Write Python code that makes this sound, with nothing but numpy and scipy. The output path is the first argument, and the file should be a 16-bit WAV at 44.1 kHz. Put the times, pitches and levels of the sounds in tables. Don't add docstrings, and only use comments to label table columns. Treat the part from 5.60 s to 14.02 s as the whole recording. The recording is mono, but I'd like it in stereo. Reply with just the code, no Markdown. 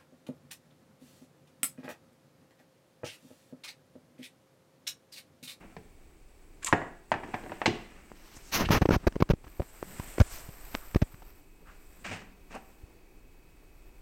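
import sys
import numpy as np
from scipy import signal
from scipy.fft import rfft, irfft
from scipy.io import wavfile
from scipy.ndimage import uniform_filter1d

SR = 44100
rng = np.random.default_rng(int(sys.argv[2]) if len(sys.argv) > 2 else 0)


def int16_out(signal):
    q = np.round(np.clip(np.atleast_2d(signal).T, -1, 1) * 32767)
    wavfile.write(sys.argv[1], SR, q.astype(np.int16))


N = 371272
T = np.arange(N) / SR

# frequency in Hz, level in dB.
AIR_SPECTRUM = [(12, -42.5), (20, 3), (45, -3.5), (91, -14.5), (216, -20.5), (285, -16.5), (319, -15.5),
                (399, -17.5), (642, -29), (698, -25.5), (1570, -35), (2530, -32), (2990, -39),
                (13500, -46.5), (16000, -42)]
# pitch in Hz, level in dB.
WHINE_PARTIALS = [(2272, -72.5), (4544, -79)]
# time in seconds, left and right levels in dB.
SLIDE_LEVELS = [(0, -64, -74), (1.4, -65, -83), (1.8, -54.5, -54), (2.4, -61, -65), (3.0, -53.5, -52),
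                (3.76, -65, -80.5), (3.88, -58.5, -51), (4.15, -51.5, -47.5), (4.42, -44, -39.5),
                (4.69, -42.5, -49), (4.715, -40, -36), (4.96, -52.5, -43.5), (5.15, -48.5, -37),
                (5.45, -55, -51), (5.68, -61, -49.5), (5.9, -66.5, -61), (6.4, -57, -52),
                (6.75, -70.5, -62), (7.06, -61.5, -55), (7.4, -71, -64), (8.42, -66.5, -60)]
# frequency in Hz, level in dB.
LEFT_PORT_SPECTRUM = [(40, 14), (200, -15.5), (600, -1), (2300, -5), (4000, -11.5), (6500, -10.5),
                      (7500, -3), (8100, 1.5), (8900, -7.5), (11000, -15.5), (16000, -22)]
RIGHT_PORT_SPECTRUM = [(30, 25), (100, 2), (300, -3), (700, -1), (2400, -5), (3400, -15), (6000, -11),
                       (8000, -68), (10500, -18), (12500, -5), (13700, -1.5), (16000, -16)]
# time in seconds, level in dB, pulse width in ms.
CASING_TAPS = [(2.5176, -23.5, 0.13), (3.072, -26, 0.49), (7.2375, -18, 3.15)]
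# frequency in Hz, level in dB.
CLOTH_SPECTRUM = [(40, -18), (90, 5.5), (130, -8), (200, 17), (300, 2), (800, 0.5), (1100, -0.5),
                  (1550, -2), (2700, -2), (3500, -16), (6000, -17.5), (8500, -19), (11000, -45),
                  (16000, -37)]
# start, hold and 60 dB fade time in seconds, level and treble in dB.
SLEEVE_SWEEPS = [(0, 0.034, 0.41, -47.5, -11), (1.633, 0.44, 3.2, -53.5, 4),
                 (6.06, 0.061, 0.3, -65.5, 11.5), (6.441, 0.034, 0.47, -44.5, 14),
                 (6.504, 0.015, 0.24, -37.5, 0.5), (6.898, 0.05, 0.094, -50, 4.5),
                 (6.942, 0.035, 0.042, -43.5, -2.5)]
# centre time in seconds, level in dB, length in seconds,
# resonance and its width in Hz, left minus right in dB.
SHORT_SLIDES = [(.03, -62.5, .08, 190, 118, 1), (1.071, -47, 0.065, 7250, 2980, 9),
                (1.033, -42.5, 0.017, 1786, 2010, 1), (1.074, -30, 0.015, 2290, 2500, -4),
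                (1.087, -33.5, 0.032, 1040, 200, -1), (2.766, -54.5, 0.026, 6480, 4000, -18),
                (2.879, -62, 0.1, 6160, 4000, -19), (3.058, -44, 0.016, 2420, 1800, -32.5),
                (4.749, -60, 0.094, 2240, 1710, -12), (4.357, -51, 0.28, 190, 200, -3),
                (4.419, -59.5, 0.38, 1870, 1310, -13), (4.748, -50.5, 0.12, 5600, 4000, 3),
                (5.224, -52, 0.043, 1220, 700, 3), (6.019, -53.5, 0.044, 230, 298, 3),
                (6.086, -51.5, 0.049, 1360, 594, -2), (6.513, -47.5, 0.12, 89, 50, 4),
                (6.56, -49, 0.26, 190, 70, 0), (6.53, -43, .03, 2200, 1800, -1),
                (6.952, -50.5, .006, 7360, 5000, 11), (6.955, -38, 0.036, 756, 448, -1.5)]
# start in seconds, level in dB, contact cut-off in Hz,
# thud and click trims in dB.
STAND_KNOCKS = [(0.166, -34.5, 2180, 0.5, -3), (1.127, -2, 1800, -13, -19.5), (1.217, -23, 1470, -24, -39),
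                (1.336, -51.5, 200, 3, -41), (1.5177, -11, 3050, -17, -9.5), (1.54, -18.5, 2500, -9, -17),
                (1.635, -25, 1760, -10, -18), (1.684, -37.5, 1500, 2.5, -19), (1.738, -29.5, 2200, -3, -18),
                (1.785, -35.5, 1200, -2, -18), (1.742, -17, 2430, -23.5, -14.5),
                (1.837, -34.5, 1580, 0, -9), (1.862, -32, 1300, -6, -31), (1.896, -34, 2000, -3, -15),
                (1.919, -25, 1800, -12.5, -13.5), (2.0167, -16, 2840, -36.5, -16),
                (2.0586, -12, 2920, -17, 7), (2.064, -19, 3530, -2.5, 8.5), (2.078, -20.5, 1980, 4, -3)]
# frequency in Hz, level in dB.
WOOD_SPECTRUM = [(60, -28.5), (150, -9.5), (300, -1), (500, -6), (750, 5.5), (1100, -1.5), (1400, -6),
                 (1750, 0.5), (2650, -9.5), (3200, -18.5), (6000, -37), (16000, -48)]
THUD_SPECTRUM = [(30, -25.5), (70, -11), (110, -6), (240, -6), (360, -1.5), (500, -12.5), (900, -42),
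                 (16000, -67)]
CLICK_SPECTRUM = [(300, -34), (2000, 9.5), (3300, 6), (4300, 0), (5500, -1.5), (8300, -10), (9600, -28),
                  (16000, -36)]
# pitch in Hz, level in dB, 60 dB decay time in seconds.
STAND_MODES = [(243, -11, .06), (357, -13.5, 0.36), (450, -15, 0.075), (562, 19, 0.023), (643, 5, 0.12),
               (712, 0.5, .12), (830, 11, 0.035), (1064, -7, 0.17), (1454, 6, 0.028), (1470, -19.5, 0.069),
               (1700, -12, 0.19), (1950, -13.5, 0.014), (2236, -7, 0.013), (2560, 1, 0.06)]
PHONE_MODES = [(2540, -2, 0.068), (3040, 3, 0.059), (4120, 7, 0.03), (5220, -8, 0.035), (5680, -22, 0.032)]
# start in seconds, level in dB, clasp trim in dB.
BAND_JINGLES = [(1.029, -37.5, 8.5), (1.046, -20, -12.5), (1.0607, -25.5, -2), (1.065, -23.5, -8),
                (1.07, -23.5, -3.5), (1.0848, -27, -8.5)]
# frequency in Hz, level in dB.
TICK_SPECTRUM = [(700, -7.5), (1200, -20), (2400, -8), (4000, -7.5), (5600, -8), (7400, 7), (9000, -1.5),
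                 (11000, -10), (16000, -28)]
# pitch in Hz, level in dB, 60 dB decay time in seconds.
BAND_LINK_MODES = [(6740, 6.5, 0.038), (7240, 7, 0.045), (7260, -5, .1), (7440, -6, 0.049),
                   (7800, 5, 0.045), (8200, -20, .03), (13200, -2, 0.024)]
BAND_CLASP_MODES = [(1100, 3, 0.079), (1475, -16, 0.022), (2050, -14, .015), (2280, 14, .025),
                    (2750, -25, 0.011), (3800, -24, 0.011)]
# frequency in Hz, level in dB.
SKIN_SPECTRUM = [(25, 6), (100, 9), (300, 2.5), (700, -3), (1500, -7), (2600, -12), (3500, -18.5),
                 (6200, -19.5), (7800, -37.5), (10000, -35.5), (13000, -26.5), (16000, -35.5)]
# start, length and attack in seconds, level in dB,
# opening and closing gain of each treble shelf in dB.
PORT_RUBS = [(2.542, 0.93, 0.014, -63, 14, 9), (2.914, 0.073, 0.033, -31.5, 15, 11.5),
             (2.973, 0.088, 0.013, -22.5, 8, -4), (3.105, 0.0855, 0.011, -14.5, 4.5, -1.5),
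             (3.304, 0.066, 0.0025, -18.5, -2.5, -1.5), (3.429, 0.03, 0.0088, -36, -14, -28)]
# time in seconds, level in dB.
CREEP_LEVELS = [(2.85, -68), (3.08, -44), (3.3, -48), (3.74, -56), (3.82, -93)]
# time in seconds, "press" or "lift", level in dB,
# pulse width in ms, grit trim in dB, contact in ms, air pocket pitch in Hz, its ring trim in dB.
PORT_BUMPS = [(2.768, "lift", -36.5, 2.5, -10.5, 7.8, 180, -12),
              (3.067, "press", -15, 1.5, -27, 12, 300, -11),
              (3.0893, "press", -10.5, 0.11, -17, 6, 190, -2), (3.098, "press", -11, 3.5, -30, 14, 190, 0),
              (3.107, "press", -1, 0.61, -19, 3.3, 600, -15),
              (3.2131, "lift", -15.5, 0.48, -24, 8, 360, -5),
              (3.2183, "press", -1, 0.37, -26.5, 14, 1020, -24),
              (3.223, "lift", -4.5, 0.58, -33, 14.6, 180, -7),
              (3.256, "press", -3, 0.28, -22.5, 7.2, 304, -2),
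              (3.2906, "press", -5, 0.45, -16, 3.6, 282, 1),
              (3.3086, "lift", 0.5, 0.32, -20, 3.2, 1400, -13.5),
              (3.319, "lift", -9, 0.94, -21, 5, 378, -3), (3.3643, "press", -5, 0.81, -49, 10, 315, -7),
              (3.4697, "lift", -1, 0.4, -24, 10.5, 430, -11.5),
              (3.473, "lift", -0.5, 0.5, -27, 11, 381, -2),
              (3.5256, "press", -30.5, 1, -4.5, 1.9, 220, -12),
              (3.557, "lift", -25.5, 0.35, -10.5, 3.2, 700, -17),
              (3.5642, "lift", -11.5, 0.76, -27, 1.94, 400, -24),
              (3.6046, "lift", -17, .54, -12, 8.9, 277, 4),
              (3.6129, "lift", -13.5, 0.64, -33, 2.5, 370, -15),
              (3.624, "lift", 0.5, 0.58, -20.5, 5.3, 1070, -13),
              (3.692, "lift", -27.5, .2, -2.5, 3.1, 580, 1),
              (3.7018, "lift", -6.5, 1.2, -16, 4.9, 310, -4.5),
              (3.707, "lift", -1.5, 1.22, -24.5, 13.2, 520, -6.5),
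              (3.7364, "lift", -8, 1, -26, 3.9, 316, -5.5),
              (3.843, "press", -31.5, 0.17, -11.5, 9.9, 650, -10),
              (3.868, "press", -28, 2.5, -19.5, 17, 1110, -10),
              (3.998, "press", -13.5, 0.49, -35, 5.5, 350, 0.5),
              (4.0021, "press", -12, 2.2, -33, 6.5, 580, -2.5),
              (4.0197, "press", -21.5, 0.093, -26, 15, 174, -3),
              (4.2282, "press", -15, 0.22, -18.5, 1.7, 330, -11.5),
              (4.3982, "press", -20, .76, -13.5, 6.6, 970, -8),
              (4.583, "press", -16.5, 0.21, -12, 2.6, 340, 1.5),
              (4.602, "lift", -6, 1.2, -9.5, 4.5, 475, -7), (4.6116, "lift", 1, 1.7, -26, 8.4, 557, -11),
              (4.8902, "press", -26.5, 1.2, -17, 6.5, 179, -9),
              (5.1447, "press", -27, .1, -6, 9.1, 500, -6),
              (5.1509, "lift", -3.5, 0.046, -35.5, 8.6, 248, -30),
              (5.348, "press", -17, 0.15, -3, 2.2, 1400, -27),
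              (5.3605, "lift", .5, 0.62, -29, 10.7, 255, -11.5),
              (5.4186, "press", -27, 0.33, 0.5, 5.9, 800, -22),
              (5.424, "lift", -.5, .61, -36.5, 10, 547, -18),
              (5.5423, "press", -35, 1.5, -11.5, 5.9, 300, -14),
              (5.6222, "press", -36.5, 0.089, -10.5, 10, 756, -1)]


def undb(db):
    return 10 ** (np.asarray(db) / 20)


def unit(x):
    return x / np.sqrt(np.mean(x ** 2))


def curves(rows):
    times, *columns = np.transpose(rows)
    return [np.interp(T, times, column) for column in columns]


def add(out, start_s, x):
    i = max(int(start_s * SR), 0)
    out[..., i:i + x.shape[-1]] += x[..., :N - i]


def colour(x, spectrum, size=4096):
    hz, db = np.transpose(spectrum)
    bins_hz = np.maximum(np.arange(size // 2 + 1) * SR / size, 1)
    gains = undb(np.interp(np.log(bins_hz), np.log(hz), db))
    cepstrum = irfft(np.log(gains))
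    cepstrum[1:size // 2] *= 2
    cepstrum[size // 2 + 1:] = 0
    impulse = irfft(np.exp(rfft(cepstrum)))
    impulse /= np.linalg.norm(impulse)
    return np.apply_along_axis(lambda row: signal.oaconvolve(row, impulse)[:len(row)], -1, x)


def cut(x, hz, kind, order=2):
    return signal.sosfilt(signal.butter(order, hz, kind, fs=SR, output="sos"), x)


def brighten(x, treble_db, hz):
    low = cut(x, hz, "low", order=1)
    return low + undb(treble_db) * (x - low)


def wander(rate_hz):
    step = int(SR / rate_hz)
    stairs = np.repeat(rng.standard_normal(N // step + 1), step)
    return unit(uniform_filter1d(stairs, step)[:N])


def friction(spectrum, grain_db, flutter_db):
    slips = rng.standard_normal(N) * undb(grain_db * wander(1500) + flutter_db * wander(45))
    return unit(colour(slips, spectrum))


def ring(modes, t, detune):
    hz, db, t60 = np.transpose(modes)[:, :, None]
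    hz = hz * (1 + detune * rng.standard_normal(hz.shape))
    signs = rng.choice([-1, 1], (2, len(modes)))
    gains = signs * undb(db.T + 2 * rng.standard_normal(signs.shape))
    gains /= np.linalg.norm(gains, axis=1, keepdims=True)
    return gains @ (undb(-60 * t / t60) * np.sin(2 * np.pi * hz * t))


def clatter(t, t60):
    return rng.standard_normal((2, len(t))) * undb(-60 * t / t60)


def room_tone(left_db=-52.5, right_db=-50.5):
    air = np.array([unit(colour(rng.standard_normal(N), AIR_SPECTRUM)) * undb(0.9 * wander(6.7))
                    for _ in range(2)])
    left_whine = sum(undb(db) * np.sin(2 * np.pi * hz * T) for hz, db in WHINE_PARTIALS)
    right_whine = undb(-67.5) * np.sin(2 * np.pi * 2555 * T) * np.clip(T - 5, 0, 1)
    return air * undb([[left_db], [right_db]]) + np.array([left_whine, right_whine])


def pressure_pulse(t, width_ms):
    return 1 / np.cosh(np.clip(1000 * t / width_ms, -50, 50))


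def hand_on_casing():
    left_db, right_db = curves(SLIDE_LEVELS)
    left = undb(left_db) * friction(LEFT_PORT_SPECTRUM, grain_db=1.5, flutter_db=1.1)
    right = undb(right_db) * friction(RIGHT_PORT_SPECTRUM, grain_db=3.0, flutter_db=1.7)
    taps, lead = np.zeros(N), SR // 64
    t = T[:2 * lead] - T[lead]
    for time_s, db, width_ms in CASING_TAPS:
        add(taps, time_s - T[lead], undb(db) * pressure_pulse(t, width_ms))
    return np.array([left + cut(taps, 102, "high"), right])


def sleeve(attack_s=0.012, right_db=1):
    cloth = np.array([friction(CLOTH_SPECTRUM, grain_db=3.0, flutter_db=2.5) for _ in range(2)])
    out = np.zeros((2, N))
    for start_s, hold_s, t60, db, treble_db in SLEEVE_SWEEPS:
        swell = np.clip((T - start_s) / attack_s, 0, 1)
        fade = undb(-60 * np.maximum(T - start_s - hold_s, 0) / t60)
        out += undb(db) * swell * fade * brighten(cloth, treble_db, hz=1440)
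    return out * undb([[0], [right_db]])


def short_slides(lead_s=0.5):
    out, t = np.zeros((2, N)), T[:SR] - lead_s
    grain = undb(1.7 * wander(1200)[:SR])
    for centre_s, db, length_s, hz, width_hz, pan_db in SHORT_SLIDES:
        resonance = signal.iirpeak(hz, hz / width_hz, fs=SR)
        slips = grain * rng.standard_normal((2, SR))
        rasp = unit(signal.lfilter(*resonance, signal.lfilter(*resonance, slips)))
        swell = np.exp(-(2 * t / length_s) ** 2)
        pan = undb([[pan_db / 2], [-pan_db / 2]])
        add(out, centre_s - lead_s, undb(db) * rasp * swell * pan)
    return out


def stand_knocks(direct_db=11, scatter_db=-7, modes_db=-7, frame_db=-21, wood_top_hz=6000):
    out, t = np.zeros((2, N)), T[:SR // 5]
    for start_s, db, contact_hz, thud_db, click_db in STAND_KNOCKS:
        blow = undb(scatter_db) * clatter(t, t60=0.062)
        blow[:, 0] += undb(direct_db)
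        body = colour(blow, WOOD_SPECTRUM) + undb(modes_db) * ring(STAND_MODES, t, detune=0.0022)
        body = cut(body, contact_hz, "low", order=1)
        body = cut(body, wood_top_hz, "low", order=3)
        thud = undb(thud_db - 2.5) * colour(clatter(t, t60=0.12), THUD_SPECTRUM)
        click = undb(click_db - 9.5) * colour(clatter(t, t60=0.044), CLICK_SPECTRUM)
        frame = undb(click_db + frame_db) * ring(PHONE_MODES, t, detune=0.002)
        add(out, start_s, undb(db) * (body + thud + click + frame))
    return out


def watch_band(tick_db=-4, links_db=-11, clasp_db=-10, right_db=2):
    out, t = np.zeros((2, N)), T[:SR // 4]
    for start_s, db, clasp_trim_db in BAND_JINGLES:
        tick = undb(tick_db) * colour(clatter(t, t60=0.021), TICK_SPECTRUM)
        links = undb(links_db) * ring(BAND_LINK_MODES, t, detune=0.009)
        clasp = undb(clasp_db + clasp_trim_db) * ring(BAND_CLASP_MODES, t, detune=0.046)
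        add(out, start_s, undb(db) * (tick + links + clasp))
    return out * undb([[0], [right_db]])


def finger_rubs(release_s=0.008, arch_db=7):
    skin = friction(SKIN_SPECTRUM, grain_db=1.0, flutter_db=1.5)
    out = skin * undb(curves(CREEP_LEVELS)[0])
    for start_s, length_s, attack_s, db, opening_db, closing_db in PORT_RUBS:
        t = T[:int(length_s * SR)]
        progress = t / length_s
        touch = np.clip(np.minimum(t / attack_s, (length_s - t) / release_s), 0, 1)
        arch = undb(-arch_db * (2 * progress - 1) ** 2)
        treble_db = opening_db + (closing_db - opening_db) * progress
        rub = skin[int(start_s * SR):][:len(t)]
        for shelf_hz in (1320, 5430):
            rub = brighten(rub, treble_db, shelf_hz)
        add(out, start_s, undb(db) * rub * touch * arch)
    return out


def finger_bumps(leak_hz=30, rebound_db=-6, pocket_t60=0.019, grit_db=6):
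    pressure, grip, lead = np.zeros(N), np.zeros(N), SR // 64
    t = T[:4 * lead] - T[lead]
    after = np.maximum(t, 0)
    for time_s, move, db, width_ms, grit_trim_db, contact_ms, pocket_hz, ring_db in PORT_BUMPS:
        polarity = 1 if move == "press" else -1
        progress = 1000 * t / contact_ms
        pulse = pressure_pulse(t, width_ms)
        give = np.sin(np.pi * np.clip(progress, 0, 1))
        rebound = undb(rebound_db) * give * pulse.sum() / give.sum()
        pocket = undb(ring_db - 60 * after / pocket_t60) * np.sin(2 * np.pi * pocket_hz * after)
        add(pressure, time_s - T[lead], polarity * undb(db) * (pulse - rebound - pocket))
        drag = np.where(t < 0, pressure_pulse(t, width_ms=1.0), np.exp(-progress ** 4))
        add(grip, time_s - T[lead], undb(db + grit_trim_db) * drag)
    thumps = cut(pressure, leak_hz, "high")
    skin = friction(SKIN_SPECTRUM, grain_db=4.0, flutter_db=-0.5)
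    grit = grip * brighten(skin, treble_db=-5, hz=2900)
    return thumps + undb(grit_db) * grit


def small_room(x, wet_db=-8, t60=0.51, treble_t60=0.23, split_hz=4500, build_s=0.0024):
    t = T[:SR]
    reflections = rng.standard_normal((2, SR)) * (1 - np.exp(-t / build_s))
    low = cut(reflections, split_hz, "low", order=1)
    decay = undb(-60 * t / t60)
    tail = low * decay + (reflections - low) * undb(-60 * t / treble_t60)
    tail /= np.linalg.norm(reflections * decay, axis=1, keepdims=True)
    return x + undb(wet_db) * signal.fftconvolve(x, tail, axes=1)[:, :N]


def scene():
    desk = stand_knocks() + watch_band() + sleeve() + short_slides()
    out = small_room(desk) + hand_on_casing() + room_tone()
    out[1] += finger_bumps() + finger_rubs()
    return out


def record(dry, ceiling=0.9, top_hz=16100):
    clipped = np.clip(dry, -ceiling, ceiling)
    return signal.sosfilt(signal.ellip(10, .1, 80, top_hz, fs=SR, output="sos"), clipped)


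dry = scene()
out = record(dry)
int16_out(out)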